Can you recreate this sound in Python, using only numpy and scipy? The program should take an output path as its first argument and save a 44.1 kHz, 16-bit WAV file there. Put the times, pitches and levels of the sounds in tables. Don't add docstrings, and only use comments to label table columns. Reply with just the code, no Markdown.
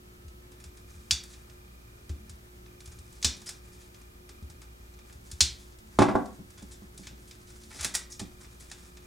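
import sys
import numpy as np
from scipy import signal
from scipy.fft import rfft, irfft
from scipy.io import wavfile
from scipy.ndimage import uniform_filter1d

SR = 44100
rng = np.random.default_rng(int(sys.argv[2]) if len(sys.argv) > 2 else 0)


def generate_wav(signal):
    frames = np.transpose(np.atleast_2d(signal))
    scaled = np.clip(frames, -1, 1) * 32767
    pcm = np.round(scaled).astype(np.int16)
    wavfile.write(sys.argv[1], SR, pcm)


N = 399546
T = np.arange(N) / SR

# start in seconds, level in dB.
HANDLE_TIPS = [(6.392, -41.5), (6.623, -45.5), (6.82, -46), (6.993, -49), (7.112, -51.5), (8.213, -39.5)]


def undb(db):
    return 10 ** (np.asarray(db) / 20)


def level(x, rms_db):
    return x * undb(rms_db) / np.sqrt(np.mean(x ** 2))


def shape(x, curve):
    hz, db = np.transpose(curve)
    log_gain = np.interp(np.log(np.fft.rfftfreq(8192, 1 / SR) + 1), np.log(hz), db) * np.log(10) / 20
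    cepstrum = irfft(log_gain)
    cepstrum[1:4096] *= 2
    cepstrum[4097:] = 0
    impulse = irfft(np.exp(rfft(cepstrum)))[:4096]
    return signal.oaconvolve(x, impulse)[:len(x)]


def band(x, lo_hz, hi_hz):
    sos = signal.butter(2, [lo_hz, min(hi_hz, .45 * SR)], "bandpass", fs=SR, output="sos")
    return signal.sosfilt(sos, x)


def walk(rate_hz):
    hold = int(SR / rate_hz)
    steps = np.repeat(rng.standard_normal(N // hold + 1), hold)
    return 1.3 * uniform_filter1d(uniform_filter1d(steps, hold), hold)[:N]


def add(out, start_s, sound):
    i = int(start_s * SR)
    out[..., i:i + sound.shape[-1]] += sound[..., :N - i]


def with_noise(events, samples):
    return zip(events, rng.standard_normal((len(events), samples)))


def ring(modes, strengths):
    t = T[:SR // 5]
    return sum(strength * undb(db) * np.sin(2 * np.pi * hz * t) * undb(-60 * t / np.clip(t60, .01, .15))
               for (hz, db, t60), strength in zip(modes, strengths))


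def burst(noise, hz, low_db, decay_ms, spread, tick, rise_ms):
    t_ms = T[:len(noise)] * 1000
    grit = noise * np.exp(-t_ms / decay_ms) * (1 - np.exp(-t_ms / rise_ms))
    grit[0] += tick
    click = np.zeros_like(grit)
    click[int(decay_ms * SR / 2000)] = np.sqrt(np.sum(grit ** 2))
    high = band([grit, click], hz / spread, hz * spread)
    low = band([grit, click], 450, 2770)
    return high / np.abs(high[0]).max() - undb(low_db) * low / np.abs(low[0]).max()


def hiss():
    # frequency in Hz, relative density in dB.
    mid_curve = [(12, -35), (20, -5), (43, -4), (65, 2), (158, -8.5), (310, -12), (357, -15), (459, -17.5),
                 (738, -25), (1330, -32.5), (3070, -29.5), (7520, -31), (11400, -32), (12400, -31.5),
                 (16000, -33.5)]
    side_curve = [(12, -46), (20, -11), (172, -9.5), (241, -2), (293, -12), (328, 1), (357, -3.5),
                  (660, -4.5), (1260, -5), (14300, -27), (16000, -47.5)]
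    mid = level(shape(rng.standard_normal(N), mid_curve), rms_db=-55)
    side = level(shape(rng.standard_normal(N), side_curve), rms_db=-58.5)
    return mid, side


def hum():
    # frequency in Hz, RMS level in dB, waver in dB.
    mains = [(58.4, -55.5, -1.5), (113.7, -65, 4), (182, -70, 3), (219, -70, 4), (303, -79.5, -3.5),
             (358.6, -63, 2), (410, -79, 4), (1297, -83, -3.5)]
    whine = [(12276, -81, 1.5), (13280, -85, 1.5)]
    return sum(2 ** .5 * undb(db + waver_db * walk(9.3)) * np.sin(2 * np.pi * (hz * T + rng.random()))
               for hz, db, waver_db in mains + whine)


def focus_motor():
    runs = [(.55, 2.29), (2.68, 5.12), (8.1, 9.06)]
    # frequency in Hz, level in dB, share sent to the side channel.
    partials = [(1213, -67, .6), (2412, -64.5, -.3)]
    step_hz, first_step_s = 29.97, .0135
    phase = ((T - first_step_s) * step_hz + .5) % 1 - .5
    running = sum((T > start) & (T < end) for start, end in runs)
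    pulses = running * np.exp(-(phase / .18) ** 2) * undb(2 * walk(15))
    tones = [pulses * undb(db) * np.sin(2 * np.pi * hz * T) for hz, db, _ in partials]
    return sum(tones), sum(tone * share for tone, (_, _, share) in zip(tones, partials))


def workshop(direct, to_walls):
    # frequency in Hz, T60 in seconds.
    decay = [(150, 0.44), (500, 0.32), (1300, 0.37), (3500, 0.3), (6000, 0.23), (9000, 0.21), (15000, 0.18)]
    # frequency in Hz, side gain in dB.
    width = [(60, -3), (200, -5), (700, -2.5), (1300, -8.5), (2400, -8), (4400, -14.5), (8000, -13),
             (15000, 11)]
    early_db, early_decay_ms, tail_db = -7.5, 5.9, -31.5
    t = T[:SR // 2]
    hz, t60 = np.transpose(decay)
    octaves_hz = 180 * 2. ** np.arange(7)
    octave_t60 = np.interp(np.log(octaves_hz), np.log(hz), t60)
    echoes = []
    for _ in range(2):
        reflections = rng.standard_normal(len(t)) * (rng.random(len(t)) < .2) * (t > .002)
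        early = band(reflections * np.exp(-t * 1000 / early_decay_ms), 350, 19000)
        early = undb(early_db) * early / np.sqrt(np.sum(early ** 2))
        tail = sum(band(rng.standard_normal(len(t)), f / 2 ** .5, f * 2 ** .5) * undb(-60 * t / fade_s)
                   for f, fade_s in zip(octaves_hz, octave_t60))
        tail *= undb(tail_db) * (1 - np.exp(-t / .0015))
        echoes.append(signal.fftconvolve(to_walls, early + tail)[:N])
    return direct + echoes[0], shape(echoes[1] - .19 * direct, width)


def boards(noise, contact_ms):
    # frequency in Hz, relative level in dB, nominal T60 in seconds.
    modes = [(114.6, -9, 0.21), (200, -5.5, 0.12), (284, -1.5, 0.045), (383.5, -4, 0.058),
             (517, -9.5, 0.081), (626, 1.5, 0.014), (766, -5.5, 0.058), (856, 1.5, 0.014), (1070, 2, 0.017),
             (1166, -6, 0.04), (1383, -4.5, 0.022), (1630, -8.5, 0.021), (1840, -10, 0.0091),
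             (2035, -13, .025), (2580, -18, 0.016)]
    u = T[:1024] * 5000 / contact_ms
    push = u * np.exp(-u)
    wood = signal.fftconvolve(push, ring(modes, np.sign(noise) + .06 * noise))
    return wood / np.abs(wood).max()


def bench_thumps():
    # start in seconds, peak in dB, knock relative to that in dB.
    presses = [(.249, -39.5, -22), (.655, -42, -19), (.951, -43, -19.5), (1.119, -32, -5.5),
               (2.098, -27, -9), (2.304, -41, -17.5), (2.876, -41, -20), (2.993, -41, -12.5),
               (3.246, -26.5, 0), (4.424, -35, -8), (4.5, -42, -18.5), (5.152, -45, -28),
               (5.328, -36.5, -26), (5.415, -26.5, -7), (5.995, -32, -40), (6.697, -46, -22.5),
               (7.798, -38.5, -9), (8.211, -45, -1)]
    rest_hz, overshoot, sag_s = 69.5, .36, .014
    rise_s, t60_s = .0033, .23
    bow, knock, t = np.zeros(N), np.zeros(N), T[:SR // 3]
    swell = (1 - np.exp(-t / rise_s)) * undb(-60 * t / t60_s)
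    pitch_hz = rest_hz * (1 + overshoot * np.exp(-t / sag_s))
    cycles = swell * np.sin(2 * np.pi * np.cumsum(pitch_hz) / SR)
    for (start, db, knock_db), noise in with_noise(presses, 32):
        add(bow, start, undb(db) * cycles / np.abs(cycles).max())
        add(knock, start, undb(db + knock_db) * boards(noise, contact_ms=6.4))
    return bow, knock


def rocking():
    drone_hz, length_s = 195.7, .036
    out, t = np.zeros(N), T[:int(length_s * SR)]
    drone = signal.windows.tukey(len(t), .5) * np.sin(2 * np.pi * drone_hz * t)
    for start, db in HANDLE_TIPS:
        add(out, start, undb(db) * drone)
    return out


def knocks():
    # start in seconds, level in dB, contact time in ms.
    blows = [(5.9874, -7.5, 1), (6.005, -14.5, 1.1), (6.0191, -6.5, 0.41), (6.043, -36, .6),
             (6.086, -17.5, 0.17), (6.093, -24, 0.39), (6.11, -25, 1.3), (6.148, -24, 2.2),
             (6.153, -12, 0.66), (6.188, -31.5, 0.55), (7.749, -46, 1.7), (7.847, -34.5, 4.8),
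             (8.198, -36, .9)]
    landing_s, settle_db_per_s = blows[0][0], 74
    out = np.zeros((2, N))
    for (start, db, contact_ms), noise in with_noise(blows, 2048):
        add(out, start, undb(db) * boards(noise, contact_ms))
        clatter = burst(noise, hz=5960, low_db=9.1, decay_ms=7, spread=1.9, tick=.47, rise_ms=.73)
        clatter_db = db - 22 - settle_db_per_s * (start - landing_s)
        add(out, start, undb(clatter_db) * clatter)
    for (start, db), noise in with_noise(HANDLE_TIPS, 32):
        add(out, start, undb(db + 6.5) * boards(noise, contact_ms=3.4))
    return out


def twig_rustle():
    # time in seconds, level of the high band in dB.
    movement = [(0, -76), (.43, -84), (1, -67), (1.3, -67.5), (1.5, -75), (1.92, -74.5), (2.67, -75.5),
                (3.22, -63.5), (3.4, -61.5), (3.53, -71), (3.92, -72), (4.06, -78), (5, -73.5), (5.4, -65),
                (5.6, -61), (5.77, -78), (5.98, -68), (6.3, -70.5), (7.02, -72), (7.53, -66), (7.74, -58),
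                (7.87, -63), (7.98, -78), (8.27, -71), (8.68, -63.5), (9.06, -71.5)]
    grains_per_s, bands_equal_db, brightening = 1200, -75, .81
    rub_db = np.interp(T, *np.transpose(movement))
    grains = (rng.random(N) < grains_per_s / SR) * rng.standard_normal(N) * undb(3 * walk(45))
    high = level(band(grains, 1900, 11000), 0)
    low = level(band(grains, 845, 2650), brightening * (bands_equal_db - rub_db))
    return (high + low) * undb(rub_db)


def twig_scrapes():
    # start in seconds, level in dB, centre in Hz, relative low band in dB,
    # decay in ms, band spread as a ratio.
    drags = [(0.599, -44.5, 7000, -11, 4.9, 2), (.89, -51.5, 6400, -25, 20, 1.2),
             (1.2992, -44, 6640, -18, 38, 2), (2.9136, -42.5, 6550, -9, 6.3, 1.5),
             (3.458, -31.5, 7320, -17, 18, 2), (3.468, -36.5, 5170, -34, 6.6, 1.07),
             (3.7186, -46.5, 6050, -16, 37, 1.9), (3.7982, -47, 6500, -16, 33, 2.1),
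             (5.72, -52, 4940, -26, 16, 1.5), (6.574, -42.5, 4730, -7.5, 14, 2),
             (6.7099, -40, 5670, -39, 17, 1.94), (6.9898, -44, 7680, -16, 72, 1.7),
             (7.0284, -44, 3430, -21, 33, 2.1), (7.273, -41, 6500, -31, 12, 2),
             (7.47, -47, 5500, -18, 23, 1.9), (7.7034, -45, 6100, 0, 36, 2.1),
             (7.72, -52, 1870, -20, 25, 1.05), (7.744, -34.5, 7030, -15, 65, 1.9),
             (7.7859, -31, 3800, -8, 30, 2.15), (7.8257, -26.5, 7360, -10.5, 11, 1.9),
             (7.9392, -21.5, 7080, -16, 7.9, 1.7), (7.94, -39, 1900, -43, 5.3, 1),
             (7.95, -38, 6360, -30, 3.6, 1.7), (8.099, -39, 7060, -29, 12, 1.5),
             (8.118, -39, 5950, -40, 4.2, 1.11), (8.1394, -41, 6240, -34, 10, 1.6),
             (8.196, -30.5, 5030, -12.5, 3.2, 2.3), (8.597, -37, 9700, -18, 17, 2.15),
             (8.6976, -41, 4550, -18, 3.1, 2.1)]
    out = np.zeros(N)
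    for (start, db, hz, low_db, decay_ms, spread), noise in with_noise(drags, 4096):
        scrape, _ = burst(noise ** 3, hz, low_db, decay_ms, max(spread, 1.03), tick=0, rise_ms=5.9)
        add(out, start, undb(db) * scrape)
    return out


def twig_cracks():
    # start in seconds, level in dB, centre in Hz, relative low band in dB.
    breaks = [(0.28, -52, 5000, -26), (0.518, -51, 6090, -8), (0.64, -41.5, 6060, -11),
              (0.7714, -46, 6700, -16), (1.2358, -37, 8800, -18), (1.3348, -45, 3600, -19),
              (1.497, -48.5, 4670, -9), (2.0934, -40, 4660, -13), (2.2945, -39, 7080, -16),
              (2.66, -53.5, 3200, -4), (2.804, -43, 6590, -10), (2.8568, -43, 6200, -21),
              (2.8747, -43, 9030, -11), (2.9871, -44.5, 6510, -17), (3.1263, -45, 9300, -15),
              (3.216, -44, 7500, -28), (3.4166, -44.5, 6460, -9), (3.49, -28.5, 7200, -14),
              (3.944, -46.5, 3950, -22), (4.0143, -50.5, 8610, -3), (4.2909, -43, 5800, -8.5),
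              (4.425, -52, 6000, -17), (4.4994, -44.5, 6740, -15), (4.6173, -46.5, 5760, -5.5),
              (4.9377, -52, 5000, -20), (4.9889, -50.5, 4500, -6), (5.096, -55.5, 4000, 2),
              (5.1253, -46.5, 6100, -20), (5.2699, -49.5, 9240, -33), (5.3141, -31.5, 6470, -25),
              (5.7855, -50.5, 6030, -20), (6.257, -48.5, 5600, -18), (6.5034, -45.5, 9500, -15),
              (6.6232, -46, 6710, -14), (6.9762, -37.5, 6960, -26), (7.069, -37.5, 3900, -13),
              (7.31, -40.5, 3640, -34), (7.502, -46.5, 6100, -12), (7.635, -45, 5730, -29),
              (7.8084, -28.5, 6800, -16), (7.8456, -18, 7000, -11.5), (7.9502, -13.5, 7740, -17),
              (8.123, -35, 8000, -37), (8.194, -32.5, 5400, -15), (8.4447, -47.5, 3500, -4.5),
              (8.714, -36, 5140, -3.5), (8.97, -45.5, 4300, -7)]
    out = np.zeros((2, N))
    for (start, db, hz, low_db), noise in with_noise(breaks, 2048):
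        crack = burst(noise, hz, low_db, decay_ms=3.8, spread=1.89, tick=.95, rise_ms=.99)
        edge = burst(noise[::-1], hz=15200, low_db=-70, decay_ms=3.8, spread=1.08, tick=.94, rise_ms=.5)
        add(out, start, undb(db) * crack + undb(db - 2) * edge)
    return out


def snips():
    # start in seconds, level in dB, centre in Hz, relative low band in dB,
    # relative edge in dB, rattle decay in ms.
    cuts = [(1.1088, -10, 4680, -26, -11, 4.33), (3.2269, -24, 5360, -17, -5, 1.7),
            (3.2454, -12.5, 5100, -19, -5, 4), (5.4057, -7, 5000, -28, -6, 5.7)]
    # frequency in Hz, relative level in dB, T60 in seconds.
    jaw_modes = [(2450, -7, .025), (3550, -3, .03), (4200, -1, .025), (4640, 0, .035), (5100, -4, .03),
                 (5650, -3, .04), (6205, -4, .035), (7300, -7, .03), (8450, -12, .03)]
    steel_db = np.array([[-8], [-7]])
    out = np.zeros((2, N))
    for (start, db, hz, low_db, edge_db, decay_ms), noise in with_noise(cuts, 2048):
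        clap = burst(noise, hz, low_db, decay_ms, spread=1.58, tick=.47, rise_ms=.41)
        edge = burst(noise[::-1], 14370, -67, decay_ms, spread=1.08, tick=1.6, rise_ms=.072)
        mode_strengths = undb(2 * noise[99:])
        steel = signal.fftconvolve(clap[0, :160], ring(jaw_modes, mode_strengths))
        add(out, start, undb(db) * clap + undb(db + edge_db) * edge)
        add(out, start, undb(db + steel_db) * steel / np.abs(steel).max())
    return out


def scene():
    # frequency in Hz, gain in dB.
    microphone = [(100, -2.5), (1200, 2), (2450, 3.5), (2900, -2.5), (3450, 2), (4500, 2), (6000, 4),
                  (9500, 2.5), (11000, -3.5), (13200, -15.5), (15300, -16), (16000, -23.5)]
    bow, press_knocks = bench_thumps()
    work = snips() + twig_cracks() + twig_scrapes() + twig_rustle() + knocks() + press_knocks
    direct, to_walls = (shape(row, microphone) for row in work)
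    mid, side = workshop(direct, to_walls)
    motor_mid, motor_side = focus_motor()
    mid = mid + bow + rocking() + hum() + motor_mid
    side = side + undb(-26) * bow + motor_side
    hiss_mid, hiss_side = hiss()
    mid, side = mid + hiss_mid, side + hiss_side
    return np.array([mid + side, mid - side])


def record(dry):
    cutoff_hz = 15850
    return signal.sosfilt(signal.ellip(10, .2, 80, cutoff_hz, fs=SR, output="sos"), dry)


dry = scene()
out = record(dry)
generate_wav(out)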